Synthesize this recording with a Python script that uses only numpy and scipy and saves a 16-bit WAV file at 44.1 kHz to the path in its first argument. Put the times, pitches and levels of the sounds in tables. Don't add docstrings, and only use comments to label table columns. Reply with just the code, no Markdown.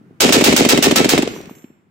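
import sys
import numpy as np
from scipy import signal
from scipy.fft import rfft, irfft
from scipy.io import wavfile
from scipy.ndimage import uniform_filter1d, minimum_filter1d

SR = 44100
rng = np.random.default_rng(int(sys.argv[2]) if len(sys.argv) > 2 else 0)


def wav_out(sig):
    wavfile.write(sys.argv[1], SR, np.round(np.clip(np.atleast_2d(sig).T, -1, 1) * 32767).astype(np.int16))


N = 83790
T = np.arange(N) / SR

# [f/Hz, relative level/dB per Hz]
AIR_COLOUR = [(30, -25.5), (90, -3), (150, 9), (330, 1.5), (600, -13.5), (1400, -14.5), (2500, -23),
              (4000, -32.5), (15000, -41.5)]
AIR_BEFORE_DB, AIR_AFTER_DB = -49.5, -57.5
# [t/s, level/dB]
FAR_REPORTS = [(.012, -33.5), (.078, -40), (.108, -27.5), (.128, -35), (1.868, -49)]
FAR_WAVE_MS, FAR_DULL_HZ = 2.63, 494

# rounds of the gun [t/s, crash level/dB, clatter level/dB], levels on top of the layer levels
ROUNDS = [(.2052, 2.5, 4.5), (.3241, 0, 2.5), (.4399, 2, 3.5), (.5642, 1.5, 1.5), (.6893, 5, -1.5),
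          (.8257, 3, -1), (.959, -2.5, -1.5), (1.0918, 5.5, -2.5)]
BOLT_LEAD_S, BOLT_DB, BOLT_DECAY_S = 0.0034, -21, .005
FRONT_DB, FRONT_MS, FRONT_DULL_HZ = 4, 0.6, 8200
# [f/Hz, relative level/dB per Hz, t60/s]
CRASH_COLOUR = [(60, -26.5, 0.18), (150, -13, .15), (268, -3.5, 0.19), (700, -3.5, 0.1), (1550, -5.5, 0.13),
                (2800, -1, 0.11), (5000, -2.5, 0.087), (7930, -3.5, 0.092), (9534, -13, 0.091),
                (15000, -9.5, 0.064)]
CRASH_DB, CRASH_ATTACK_S, CRASH_HOLD_S = 2, 0.000067, .005
# [f/Hz, relative level/dB per Hz, t60/s]
CLATTER_COLOUR = [(101, -21, 0.19), (505, 6, 0.18), (980, -1, 0.29), (1700, -5, .28), (2500, 1.5, 0.52),
                  (4570, -6, 0.6), (7600, -7, 0.52), (9900, -17.5, 0.16), (15000, -20, 0.17)]
CLATTER_DB, CLATTER_ATTACK_S, CLATTER_HOLD_S = -16, 0.013, 0.043
# [f/Hz, relative level/dB per Hz, t60/s]
ROLL_COLOUR = [(30.3, -29.5, 0.69), (67.7, -14, .9), (129, -12, 1), (240.7, 2, 0.8), (418, 2, 0.52),
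               (602.6, -13, 1), (990, -19.5, 1), (2550, -18.5, 0.89), (4500, -30.5, 0.77),
               (15000, -65, 0.24)]
ROLL_DB, ROLL_ATTACK_S, ROLL_HOLD_S = -16.5, 0.016, 0.045
SAME_SHARE = 0.36
PATCHY_DB, PATCH_HZ = 1.5, 129
GRAIN_DB, GRAIN_S = 3, 0.00078
# [f/Hz, relative level/dB per Hz]
SPRAY_COLOUR = [(100, -25), (600, -1), (1300, -3.5), (2400, 5), (4500, -3.5), (8000, -5.5), (10000, -16.5),
                (15000, -15)]

# [f/Hz, level/dB, t60/s]
BODY_MODES = [(1315, 4.5, 0.18), (1820, 0, .25), (2240, -5, 0.4), (2620, 2, 0.35), (2910, -6, 0.1),
              (3800, -3, .3), (3870, 3, 0.25), (5173, 1, .2)]
BODY_DB = -20.5
# [t/s, level/dB, decay to 1/e/s]
ACTION_CLACKS = [(1.223, -15.5, 0.0061), (1.413, -36, 0.0029), (1.457, -38.5, 0.0036)]
# [t/s, level/dB]
LANDINGS = [(1.275, -44.5), (1.352, -50.5), (1.497, -53.5)]
# [f/Hz, level/dB, t60/s]
BRASS_MODES = [(5722, -8.5, 0.52), (6140, -2, 0.2), (6470, -1, 0.22), (6750, -6.5, 0.17),
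               (7327, -5.5, 0.52), (7600, -10.5, 0.61), (8140, -17, .35), (8839, -7.5, 0.28),
               (10800, -13, .4), (11300, -10, .3), (12800, -11, 0.46), (13900, -6, 0.37), (15070, -10, .3)]
BOUNCES, BOUNCE_GAP_S, BOUNCE_LOSS_DB = 4, (.01008, .0588), 3
TICK_DB, TICK_DECAY_S = 11, 0.0023

# [delay t/s, thump level/dB, wave length/ms,
# dull above f/Hz, spray level/dB, spray decay to 1/e/s, lag of left behind right/ms]
RETURN_PATHS = [(.0441, 8.5, 2.5, 1000, -22, .004, 0.32), (.0512, 3, 3.6, 650, -28.5, .004, 0.29),
                (.0860, 0, 1.61, 1300, -10, .008, -0.15), (.0908, -3.5, 2.0, 1000, -19, .004, 0.38),
                (.0975, 4, 3.01, 700, -33, .005, 0.33), (.1375, -0.5, 2.4, 700, -25, .006, 0.13),
                (0.141, -5.5, 2.4, 700, -42, 0.0043, -0.05), (.1835, -3.5, 1.6, 680, -20, .004, 0.079),
                (0.272, -24.5, 1.1, 1200, -37.5, .004, 0), (.3120, -21, 1.5, 800, -46, .004, 0),
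                (.3800, -17.5, 4.5, 280, -65.5, .005, 0.095), (.4030, -22, .8, 1200, -52, .005, 0),
                (.4180, -29, 2.7, 450, -71.5, .005, -0.052), (.5495, -17.5, 3.0, 330, -43.5, .007, 0.045),
                (.6090, -28, 3, 350, -82.5, .005, 0), (.6670, -46.5, 1.9, 400, -92.5, .005, -0.042)]
SPRAY_HZ_AT_1_S = 1400

# [f/Hz, correlation from -1 to 1]
LIKENESS_CURVE = [(100, 0.78), (280, 0.68), (550, 0.61), (1000, -0.35), (2200, 0.18), (5000, 0.14),
                  (12000, 0.13)]
# [f/Hz, left minus right level/dB]
BALANCE_CURVE = [(200, 2), (1000, -0.5), (3500, -2), (8000, -2), (13000, 2)]
LOW_CUT_HZ, BASS_LEAK_DB = 206, -16
BASS_HZ = 73.8
LIMIT_DB, RELEASE_DB_PER_S, LIMIT_ATTACK_S = 2.44, 449, 0.00061
CEILING, TOP_CUT_HZ = 1.4, 15800


def from_db(db):
    return 10 ** (np.asarray(db) / 20)


def at_hz(table, hz, axis=1):
    table = np.array(table)
    return np.interp(np.log(hz + 1e-9), np.log(table[:, 0]), table[:, axis])


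def butter(x, hz, kind, order=2):
    sos = signal.butter(order, min(hz, SR * .45), kind, fs=SR, output="sos")
    return signal.sosfilt(sos, x + 1e-18)


def add(out, s, x):
    i = max(int(s * SR), 0)
    n = min(x.shape[-1], N - i)
    out[:, i:i + n] += x[..., :n]


def wander(x, step):
    return np.interp(x / step, np.arange(4096), rng.standard_normal(4096))


def noise(colour, size, patchy_db=0, grain_db=0):
    hz = np.fft.rfftfreq(size, 1 / SR)
    grain = from_db(grain_db * wander(T[:size], GRAIN_S))
    mid, side = rfft(rng.standard_normal((2, size)) * grain)
    alike = at_hz(LIKENESS_CURVE, hz)
    left_right = np.array([[1], [-1]])
    balance_db = left_right * at_hz(BALANCE_CURVE, hz) / 2
    gain = from_db(at_hz(colour, hz) + balance_db + patchy_db * wander(hz, PATCH_HZ))
    spectrum = np.sqrt(1 + alike) * mid + left_right * np.sqrt(1 - alike) * side
    x = irfft(gain * spectrum, size)
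    return x / x.std()


def air():
    level_db = np.interp(T, [ROUNDS[0][0], ROUNDS[-1][0]], [AIR_BEFORE_DB, AIR_AFTER_DB])
    return noise(AIR_COLOUR, size=N) * from_db(level_db)


def blast(ms, dull_hz, lag_ms=0):
    late_ms = np.maximum([[lag_ms], [-lag_ms]], 0)
    u = (T[:4096] * 1000 - late_ms) / ms
    n_wave = (1 - 2 * u) * ((u >= 0) & (u < 1))
    wave = butter(n_wave, dull_hz, "low", order=3)
    after_swing = butter(butter(wave, BASS_HZ, "low"), BASS_HZ, "high")
    return butter(wave, LOW_CUT_HZ, "high", order=4) + from_db(BASS_LEAK_DB) * after_swing


def far_reports():
    out = np.zeros((2, N))
    for s, db in FAR_REPORTS:
        add(out, s, from_db(db) * blast(FAR_WAVE_MS, FAR_DULL_HZ))
    return out


def burst(db, decay):
    x = noise(SPRAY_COLOUR, size=4096)
    return from_db(db) * x * np.exp(-T[:x.shape[1]] / decay)


def bolt():
    out = np.zeros((2, N))
    for s, _, _ in ROUNDS:
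        add(out, s - BOLT_LEAD_S, burst(BOLT_DB, BOLT_DECAY_S))
    return out


def scatter(colour, attack, hold, size):
    t, hz = T[:size], np.fft.rfftfreq(size, 1 / SR)
    spectrum = rfft(noise(colour, size, PATCHY_DB, GRAIN_DB))
    centres = 62.5 * 2 ** np.arange(9)
    out = 0
    for centre, pick in zip(centres, np.eye(len(centres))):
        band = irfft(spectrum * np.interp(hz, centres, pick), size)
        t60 = at_hz(colour, centre, axis=2)
        out = out + band * np.exp(-np.log(1000) * np.maximum(t - hold, 0) / t60)
    return out * np.minimum(t / attack, 1)


def crash():
    return scatter(CRASH_COLOUR, CRASH_ATTACK_S, CRASH_HOLD_S, size=8192)


def clatter():
    return scatter(CLATTER_COLOUR, CLATTER_ATTACK_S, CLATTER_HOLD_S, size=20480)


def roll():
    return scatter(ROLL_COLOUR, ROLL_ATTACK_S, ROLL_HOLD_S, size=40960)


def muzzle_blasts():
    out = np.zeros((2, N))
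    layers = [crash, clatter, roll]
    shared = [layer() for layer in layers]
    for s, crash_db, clatter_db in ROUNDS:
        add(out, s, from_db(FRONT_DB) * blast(FRONT_MS, FRONT_DULL_HZ))
        levels = (CRASH_DB + crash_db, CLATTER_DB + clatter_db, ROLL_DB)
        for layer, common, db in zip(layers, shared, levels):
            mixed = np.sqrt(SAME_SHARE) * common + np.sqrt(1 - SAME_SHARE) * layer()
            add(out, s, from_db(db) * mixed)
    return out


def struck(modes, size):
    t = T[:size]
    out = 0
    for hz, db, t60 in modes:
        gain = from_db(db + 3 * rng.standard_normal((2, 1)))
        ring = np.sin(2 * np.pi * (hz * t + rng.random((2, 1))))
        out = out + gain * ring * np.exp(-np.log(1000) * t / t60)
    return out


def gun_body():
    out = np.zeros((2, N))
    for s, _, _ in ROUNDS:
        add(out, s, from_db(BODY_DB) * struck(BODY_MODES, size=16384))
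    return out


def echoes():
    out = np.zeros((2, N))
    for delay, db, ms, dull_hz, spray_db, decay, lag_ms in RETURN_PATHS:
        thump = from_db(db) * blast(ms, dull_hz, lag_ms)
        for s, _, _ in ROUNDS:
            spray = butter(burst(spray_db, decay), SPRAY_HZ_AT_1_S / delay, "low")
            add(out, s + delay, thump + spray)
    return out


def action_clacks():
    out = np.zeros((2, N))
    for s, db, decay in ACTION_CLACKS:
        add(out, s, burst(db, decay))
    return out


def falling_metal():
    out = np.zeros((2, N))
    for s, first_db in LANDINGS:
        for k in range(BOUNCES):
            db = first_db - BOUNCE_LOSS_DB * k
            add(out, s, from_db(db) * struck(BRASS_MODES, size=24576))
            add(out, s, burst(db + TICK_DB, TICK_DECAY_S))
            s = s + rng.uniform(*BOUNCE_GAP_S)
    return out


def scene():
    distance = air() + far_reports()
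    gun = bolt() + muzzle_blasts() + gun_body()
    return distance + gun + echoes() + action_clacks() + falling_metal()


def limiter(x):
    peak_db = 20 * np.log10(np.abs(x).max(axis=0) + 1e-9)
    over = np.maximum(peak_db - LIMIT_DB, 0)
    release = RELEASE_DB_PER_S * T
    held = np.maximum.accumulate(over + release) - release
    width = max(int(LIMIT_ATTACK_S * SR), 1)
    gain_db = uniform_filter1d(minimum_filter1d(-held, width), width)
    return x * from_db(gain_db)


def record(dry):
    x = CEILING * np.tanh(limiter(dry) / CEILING)
    top_cut = signal.ellip(10, .2, 65, TOP_CUT_HZ, fs=SR, output="sos")
    return signal.sosfilt(top_cut, x)


dry = scene()
out = record(dry)
wav_out(out)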